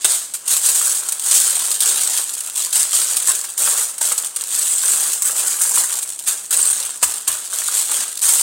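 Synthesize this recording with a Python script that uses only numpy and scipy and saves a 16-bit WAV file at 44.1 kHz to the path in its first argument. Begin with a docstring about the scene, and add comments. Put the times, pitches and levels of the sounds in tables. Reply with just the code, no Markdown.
"""Aluminium foil crinkles as two hands fold it and a plastic bag on a stone counter, pat the parcel flat
and lift it. Creases give way in little avalanches of clicks, wide panels buckle with duller pops, palms
slap the sheet and thud on the stone. The bag's film sticks and slips, sizzling and squeaking.
A small hard room rings behind it; the close microphone has a strong resonance near 8 kHz."""
import sys
import numpy as np
from scipy import signal
from scipy.fft import rfft, irfft
from scipy.io import wavfile
from scipy.ndimage import uniform_filter1d, minimum_filter1d

SR = 44100
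rng = np.random.default_rng(int(sys.argv[2]) if len(sys.argv) > 2 else 0)


def log_audio(samples):
    """Write samples as a 16-bit WAV file to the path given in sys.argv[1]."""
    # one column per channel
    frames = np.atleast_2d(samples).T
    # limit to full scale, then quantise
    limited = np.clip(frames, -1, 1)
    pcm = np.round(limited * 32767).astype(np.int16)
    wavfile.write(sys.argv[1], SR, pcm)


N = 371322
T = np.arange(N) / SR


def undb(db):
    """Decibels to gain."""
    return 10 ** (np.asarray(db) / 20)


def colour(x, points, size=2048):
    """Minimum-phase EQ of unit power through (frequency [Hz], level [dB]) points."""
    hz, db = np.transpose(points)
    bin_hz = np.arange(size // 2 + 1) * SR / size
    gain = undb(np.interp(np.log(bin_hz + 1), np.log(hz), db))
    cepstrum = irfft(np.log(gain / np.sqrt(np.mean(gain ** 2))))
    cepstrum[1:size // 2] *= 2
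    cepstrum[size // 2 + 1:] = 0
    return signal.oaconvolve(x, irfft(np.exp(rfft(cepstrum))))[:N]


def place(times, waves):
    """Mix one row of samples onto the timeline at each time."""
    at = (np.maximum(times, 0) * SR).astype(int)[:, None] + np.arange(waves.shape[1])
    return np.bincount(at.ravel(), waves.ravel(), N)[:N]


def even_out(x, size=2600):
    """Ride the level to unity over tens of milliseconds; the clicks keep their contrast."""
    power = uniform_filter1d(uniform_filter1d(x ** 2, size), size)
    return x / np.sqrt(np.abs(power) + np.mean(x ** 2) / 100)


def scattered_clicks(rate, spread_db):
    """Irregular click times at a moving rate, and their sizes: many small, few large."""
    due = np.cumsum(np.maximum(rate, 1)) / SR
    early, late, strength = rng.random((int(due[-1]), 3)).T
    times = np.interp(np.arange(len(strength)) + 2 * (early - late), due, T)
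    return times, undb(spread_db * strength ** 2)


def avalanches(times, sizes, fade_s, after_db, scatter_db, count):
    """A first click sets off a run of others that die away; returns all times and sizes."""
    delay = 2 * (np.arange(count) + rng.random((len(times), count))) / count
    share = undb(after_db + scatter_db * 2 * rng.random(delay.shape)) * np.exp(-delay)
    delay[:, 0], share[:, 0] = 0, 1
    click_times = times[:, None] + delay * np.reshape(fade_s, (-1, 1))
    return click_times.ravel(), (sizes[:, None] * share).ravel()


def facet_bursts(times, sizes, ring_s, tint_db, size, count=9):
    """Each facet buckles: a short noise burst with the length and colour of its own modes."""
    age = T[:size] / (ring_s * 2 ** (2 * rng.random((len(times), 1)) - 1))
    waves = rng.standard_normal(age.shape) * (np.exp(-age) - np.exp(-10 * age))
    band = np.sqrt(np.linspace(0, 1, size // 2 + 1)) * (count - 1)
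    blend = np.maximum(1 - np.abs(band - np.arange(count)[:, None]), 0)
    tint = undb(tint_db * (2 * rng.random((len(times), count)) - 1) @ blend)  # random EQ per burst
    waves = irfft(rfft(waves) * tint)
    waves *= np.sqrt(ring_s * SR / 2 / np.sum(waves ** 2, axis=1, keepdims=True))
    return place(times, waves * sizes[:, None])


def catch_and_yield(depth_db, size):
    """The sheet catches and yields: a level in dB that jumps at random, about every `size` samples."""
    spell = np.cumsum(rng.random(N) < 1 / size)
    steps = np.sqrt(12) * (rng.random(spell[-1] + 1) - .5)
    return depth_db * uniform_filter1d(steps[spell], size // 10)


# Spectrum of the still room: (frequency [Hz], level [dB])
ROOM_TONE_EQ = [(20, -18), (75, -18), (130, -14.5), (400, -9), (2000, -16), (16000, -40)]
def room_tone(level_db=-55.5):
    """Still air lays a faint, dark noise bed under everything."""
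    return undb(level_db) * colour(rng.standard_normal(N), ROOM_TONE_EQ)


# Hand moves: press and turn the foil, fold its end (from 1.2 s), flatten the fold (2.7 s),
# draw the bag over it (4.4 s), smooth and pat (6.3 s), slide off and lift (7.5 s).
# (start [s], rise [s], hold [s], crinkle [dB], panel [dB], crackle rate [1/s], midrange [dB])
HAND_STROKES = [ (0, .015, 0.024, -31, -64.5, 1400, 7), (0.044, 0.058, 0.034, -15.5, -35.5, 2500, 2),
                (0.451, 0.061, 0.016, -12.5, -34, 1400, 0.5), (.6, 0.058, 0.043, -12, -34, 1400, 0.5),
                (.73, 0.027, 0.2, -15, -35.5, 1200, 0), (0.991, 0.039, .12, -26, -40.5, 500, 1),
                (1.199, .14, 0.063, -10.5, -33.5, 1600, 0.5), (1.43, 0.029, .3, -17.5, -35.5, 640, 3.5),
                (1.802, 0.021, .38, -15, -33, 890, 3.5), (2.259, 0.028, 0.25, -25, -45, 300, 1),
                (2.516, 0.078, 0.057, -19, -40, 500, 2.5), (2.719, 0.033, 0.058, -13.5, -33.5, 900, 2.5),
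                (2.898, 0.037, 0.089, -15, -36.5, 820, 3.5), (3.061, 0.034, 0.12, -19, -36.5, 590, 2.5),
                (3.237, 0.047, 0.022, -14, -33.5, 700, 1.5), (3.364, .02, 0.12, -26, -45.5, 280, 0),
                (3.565, 0.042, 0.22, -14.5, -32.5, 1100, -0.5), (4.002, .012, 0.1, -16.5, -34.5, 700, 1.5),
                (4.171, 0.022, 0.063, -24.5, -43, 300, 1), (4.358, .01, 0.18, -25, -42.5, 300, 4),
                (4.47, .09, 0.28, -17.5, -38.5, 800, 1.5), (4.799, 0.068, 0.26, -15.5, -33.5, 900, -0.5),
                (5.209, 0.049, .035, -16, -32.5, 900, -4.5), (5.328, 0.059, .16, -16.5, -34, 900, -1),
                (5.579, 0.037, 0.075, -15.5, -35, 900, -5.5), (5.697, 0.065, .04, -13, -31.5, 900, -2),
                (5.87, 0.028, 0.071, -21, -38.5, 450, 1.5), (6.024, .01, 0.085, -25.5, -51, 222, -2),
                (6.17, .02, 0.069, -30, -55, 220, 0), (6.259, .015, 0.02, -17.5, -34, 900, 2),
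                (6.401, .02, .09, -32, -76, 200, -2), (6.499, 0.021, 0.2, -18.5, -34, 700, 2.5),
                (6.738, 0.026, 0.11, -23, -38.5, 500, 4.5), (6.93, 0.024, 0.017, -31.5, -54.5, 500, -3),
                (7.009, .015, .15, -23, -41, 600, 1.5), (7.269, 0.0097, 0.023, -17.5, -31.5, 700, 2.5),
                (7.382, .02, .11, -29, -48, 400, 4), (7.495, 0.053, 0.14, -20, -40.5, 700, 3.5),
                (7.657, .11, .04, -16.5, -37, 900, 2.5), (7.85, 0.069, 0.098, -18, -32.5, 900, 2.5),
                (8.099, 0.018, 0.075, -26, -58.5, 200, 4.5), (8.211, 0.014, 0.27, -12.5, -33.5, 750, -0.5)]
def hands(sag_db_per_s=13, settle_db_per_s=140, rest_db=-39, rest_panel_db=-50.5):
    """The sheet sags under each push and settles on release; returns four control curves."""
    start, rise, hold, crinkle_db, panel_db, rate, midrange_db = np.transpose(HAND_STROKES)
    age = T[::20, None] - start
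    held = np.maximum(age - rise, 0)
    fall_db = sag_db_per_s * np.minimum(held, hold) + settle_db_per_s * np.maximum(held - hold, 0)
    push = np.clip(age / rise, 0, 1) * undb(-fall_db)
    power = (push * undb(crinkle_db)) ** 2
    share = (power + 1e-12) / np.sum(power + 1e-12, axis=1, keepdims=True)
    effort = np.hypot(np.sqrt(power.sum(axis=1)), undb(rest_db))  # a resting hand still stirs the sheet
    flex = np.hypot(np.linalg.norm(push * undb(panel_db), axis=1), undb(rest_panel_db))
    return [np.interp(T, T[::20], control) for control in (effort, flex, share @ rate, share @ midrange_db)]


def crinkle(effort, rate, usual_rate=800, sliding_db=-4.5, sliding_top_hz=11500):
    """Small creases give way over the hiss of sliding sheet; the fewer they are, the more fitful."""
    times, sizes = scattered_clicks(rate, spread_db=14.5)
    crackle = facet_bursts(times, sizes, ring_s=0.0015, tint_db=2.5, size=256)
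    lowpass = signal.butter(2, sliding_top_hz, fs=SR, output="sos")
    sliding = signal.sosfilt(lowpass, rng.standard_normal(N))
    sparseness = (usual_rate / rate) ** 0.25
    rustle = even_out(crackle) + sliding * undb(sliding_db) / sparseness
    flutter = undb(sparseness * catch_and_yield(2.5, size=440))
    return even_out(rustle * flutter) * effort


def dull_when_gentle(x, effort, edge_hz=10500, knee_db=-31):
    """A sheet that barely moves loses its top end."""
    soft = signal.sosfiltfilt(signal.butter(3, edge_hz, fs=SR, output="sos"), x)
    return soft + (x - soft) * effort / np.hypot(effort, undb(knee_db))


# Bright voice of the small creases, microphone resonance included: (frequency [Hz], level [dB])
CREASE_EQ = [(100, -67), (500, -29.5), (1500, -23), (2200, -23), (3200, -16.5), (4400, -14.5),
             (5500, -14.5), (6800, -6.5), (7700, -2.5), (8350, 0.5), (9300, -3.5), (10800, -10.5),
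             (13500, -14.5), (15800, -16.5)]
def crease_tone(clicks, midrange_db):
    """Voice the creases: stiff foil lifts their midrange, limp film thins it."""
    midrange = signal.sosfilt(signal.butter(1, [2200, 5200], "band", fs=SR, output="sos"), clicks)
    return colour(clicks + (undb(midrange_db) - 1) * midrange, CREASE_EQ)


# Body of the wide panels: (frequency [Hz], level [dB])
PANEL_EQ = [(60, -45), (130, -27), (230, -13), (480, -3.5), (800, -2), (1150, 1.5), (1550, 1.5), (2100, -6),
            (3500, -3), (8000, -35.5)]
def flexing_panels(flex, rate, slap, panel_share=.8):
    """Wide panels buckle with a lower voice than the creases; palm slaps take the same colour."""
    times, sizes = scattered_clicks(panel_share * rate, spread_db=12)
    buckles = facet_bursts(times, sizes, ring_s=0.0015, tint_db=4.5, size=384, count=20)
    return colour(even_out(buckles) * flex + slap, PANEL_EQ)


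# A palm or fingers land on the sheet: (time [s], crackle [dB], fade [s], slap [dB], thud [dB])
PALM_HITS = [(0.045, -2, 0.011, -20, -51), (0.338, -13, .018, -35, -75), (3.441, -18, 0.0059, -30, -75),
             (3.617, -11, .008, -25.5, -50), (3.671, -28, 0.013, -22, -64), (4.011, -22, 0.0075, -29, -53),
             (4.116, -16, .005, -26, -65), (4.232, -35, 0.0086, -31.5, -72), (6.279, -7, 0.017, -29, -70),
             (6.525, -7, .016, -30, -59), (7.027, -1, .012, -15.5, -41), (7.277, -12, 0.017, -24, -45),
             (8.287, -4.5, 0.013, -30, -55)]
def palm_pats(landing_s=0.0027):
    """A palm settles, crushes many creases at once, slaps out the air and thuds on the stone."""
    onset, crackle_db, fade_s, slap_db, thud_db = np.transpose(PALM_HITS)
    times, sizes = avalanches(onset, undb(crackle_db), fade_s, after_db=-2.5, scatter_db=0, count=30)
    age = times.reshape(len(onset), -1) - onset[:, None]
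    contact = np.clip((age + landing_s) / (2 * landing_s), 0, 1)
    crackle = facet_bursts(times, sizes * contact.ravel(), ring_s=0.0022, tint_db=0, size=320)
    times, sizes = avalanches(onset, undb(slap_db), .6 * fade_s, after_db=-3.5, scatter_db=6.5, count=12)
    slap = facet_bursts(times, sizes, ring_s=0.0021, tint_db=5.5, size=512)
    t = T[:SR // 2]
    low_band = signal.butter(3, [62, 112], "band", fs=SR, output="sos")
    stone = signal.sosfilt(low_band, rng.standard_normal((len(onset), len(t))))
    thud = stone / stone.std() * (np.exp(-t / 0.041) - np.exp(-t / 0.0031))
    return crackle, slap, place(onset, undb(thud_db)[:, None] * thud)


# Sharp accents from single creases: (time [s], level [dB])
CREASE_SNAPS = [(0.3379, -21), (0.478, -6), (0.5445, -11), (0.567, -3.5), (0.9156, -13), (1.087, -5.5),
                (1.1217, -6), (1.196, -11.5), (1.7139, -6), (1.8046, -0.5), (2.174, -6.5), (2.3379, -13.5),
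                (2.4055, -12.5), (2.4738, -15.5), (2.5754, -12), (2.728, -6.5), (3.1107, -10), (3.1686, -4),
                (3.5779, -7), (3.9813, -12.5), (4.011, -15), (4.1785, -7), (4.2458, -11), (4.361, -10),
                (4.5732, -19), (5.132, -5), (5.221, -2.5), (5.2565, -8), (5.6168, -1), (5.9883, -9.5),
                (6.0275, -11.5), (6.5082, -8.5), (6.654, -8), (6.71, -8), (7.2773, -1), (7.9163, -13),
                (8.2173, -13)]
def crease_snaps(pull_s=.0055):
    """A stiff crease snaps and pulls a few neighbours along."""
    onset, db = np.transpose(CREASE_SNAPS)
    times, sizes = avalanches(onset, undb(db), pull_s, after_db=-4, scatter_db=3.5, count=7)
    return facet_bursts(times, sizes, ring_s=0.0014, tint_db=-0.5, size=320)


# Wide panels that pop through: (time [s], level [dB], pitch [Hz])
PANEL_POPS = [(0.811, -16, 1489), (2.189, -22.5, 1316), (2.932, -20.5, 1290), (3.283, -21, 1440),
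              (3.304, -15, 1462), (4.011, -21, 1120), (4.833, -24, 1362), (5.607, -23, 1463),
              (5.773, -14, 1230), (5.838, -18, 1421), (7.351, -25, 1320), (7.527, -20, 1388),
              (7.617, -21, 1597), (7.684, -14.5, 1342)]
def panel_pops(attack_s=0.00065, decay_s=0.0031):
    """A wide panel flips over: one dull burst in a broad band around its pitch."""
    out = np.zeros(N)
    t = T[:SR // 25]
    envelope = np.exp(-t / decay_s) - np.exp(-t / attack_s)
    for onset, db, hz in PANEL_POPS:
        band = signal.butter(2, [hz / 1.33, hz * 1.2], "band", fs=SR, output="sos")
        flip = signal.sosfilt(band, rng.standard_normal(len(t)) * envelope)
        out += place(np.array([onset]), undb(db) * flip[None] / np.abs(flip).max())
    return out


# Fader curve of the bag's film sliding over itself: (time [s], level [dB])
BAG_SLIDE = [(4.4, -64), (4.66, -20), (5.1, -27), (5.9, -49), (6.1, -58.5)]
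def bag_sizzle():
    """Thin film sticks and slips very fast: a narrow, high sizzle."""
    band = signal.butter(2, [7700, 8900], "band", fs=SR, output="sos")
    sizzle = signal.sosfilt(band, rng.standard_normal(N))
    level_db = np.interp(T, *np.transpose(BAG_SLIDE))
    return sizzle / sizzle.std() * undb(level_db + catch_and_yield(3.83, size=200))


def finger_squeaks(start_s=6.567, length_s=.17, slips_per_s=150, pitch_hz=8300, swell_s=0.00051,
                   level_db=-3.5, fade_db_per_s=27, scatter_db=3):
    """Fingers stick and slip in one wipe over the taut bag: tiny, uneven squeaks that fade along it."""
    jitter, accent, detune = rng.standard_normal((int(length_s * slips_per_s) + 1, 3)).T
    age = np.abs(np.arange(len(jitter)) + .45 * jitter) / slips_per_s
    db = level_db - fade_db_per_s * age + scatter_db * accent
    t = T[:SR // 100]
    hz = pitch_hz * (1 + 0.05 * detune[:, None])
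    envelope = t / swell_s * np.exp(1 - t / swell_s)
    return place(start_s + age, undb(db)[:, None] * np.sin(2 * np.pi * hz * t) * envelope)


def room(x, t60_s=0.52, tail_db=-8, near_db=-7, near_s=0.0051, hop=900):
    """Counter and hands scatter the sound at once; the walls add a short tail."""
    starts = np.arange(0, N, hop)
    grains = np.pad(x, (0, 2 * hop))[starts[:, None] + np.arange(2 * hop)] * signal.windows.cosine(2 * hop)
    t = T[:SR // 4]
    tail = undb(-60 * t / t60_s) * (1 - np.exp(-t / 0.00068))
    near = np.exp(-t / near_s)
    decay = np.hypot(undb(tail_db) * tail / np.linalg.norm(tail),
                     undb(near_db) * near / np.linalg.norm(near))
    paths = decay * rng.standard_normal((len(starts), len(t)))  # new for each grain: the sheet moves
    echoes = signal.fftconvolve(grains, paths, axes=1)
    return (x + place(starts / SR, echoes)) / np.sqrt(1 + np.sum(decay ** 2))


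def scene():
    """Mono mix: foil and film go through the room; thuds and room tone stay dry."""
    effort, flex, rate, midrange_db = hands()
    crackle, slap, thud = palm_pats()
    rustle = dull_when_gentle(crinkle(effort, rate), effort)
    creases = crease_tone(rustle + crease_snaps() + crackle, midrange_db)
    panels = flexing_panels(flex, rate, slap) + panel_pops()
    air = room_tone()
    return (room(creases + panels + finger_squeaks() + bag_sizzle()) + thud + air)[None]


def record(dry, ceiling=1.18, size=65, top_hz=15850):
    """A fast soft limiter rounds the sharpest clicks; a steep low-pass cuts the top."""
    gain = (1 + (dry / ceiling) ** 4) ** -.25
    gain = uniform_filter1d(minimum_filter1d(gain, size), size)
    return signal.sosfilt(signal.ellip(12, .1, 80, top_hz, fs=SR, output="sos"), dry * gain)


dry = scene()
out = record(dry)
log_audio(out)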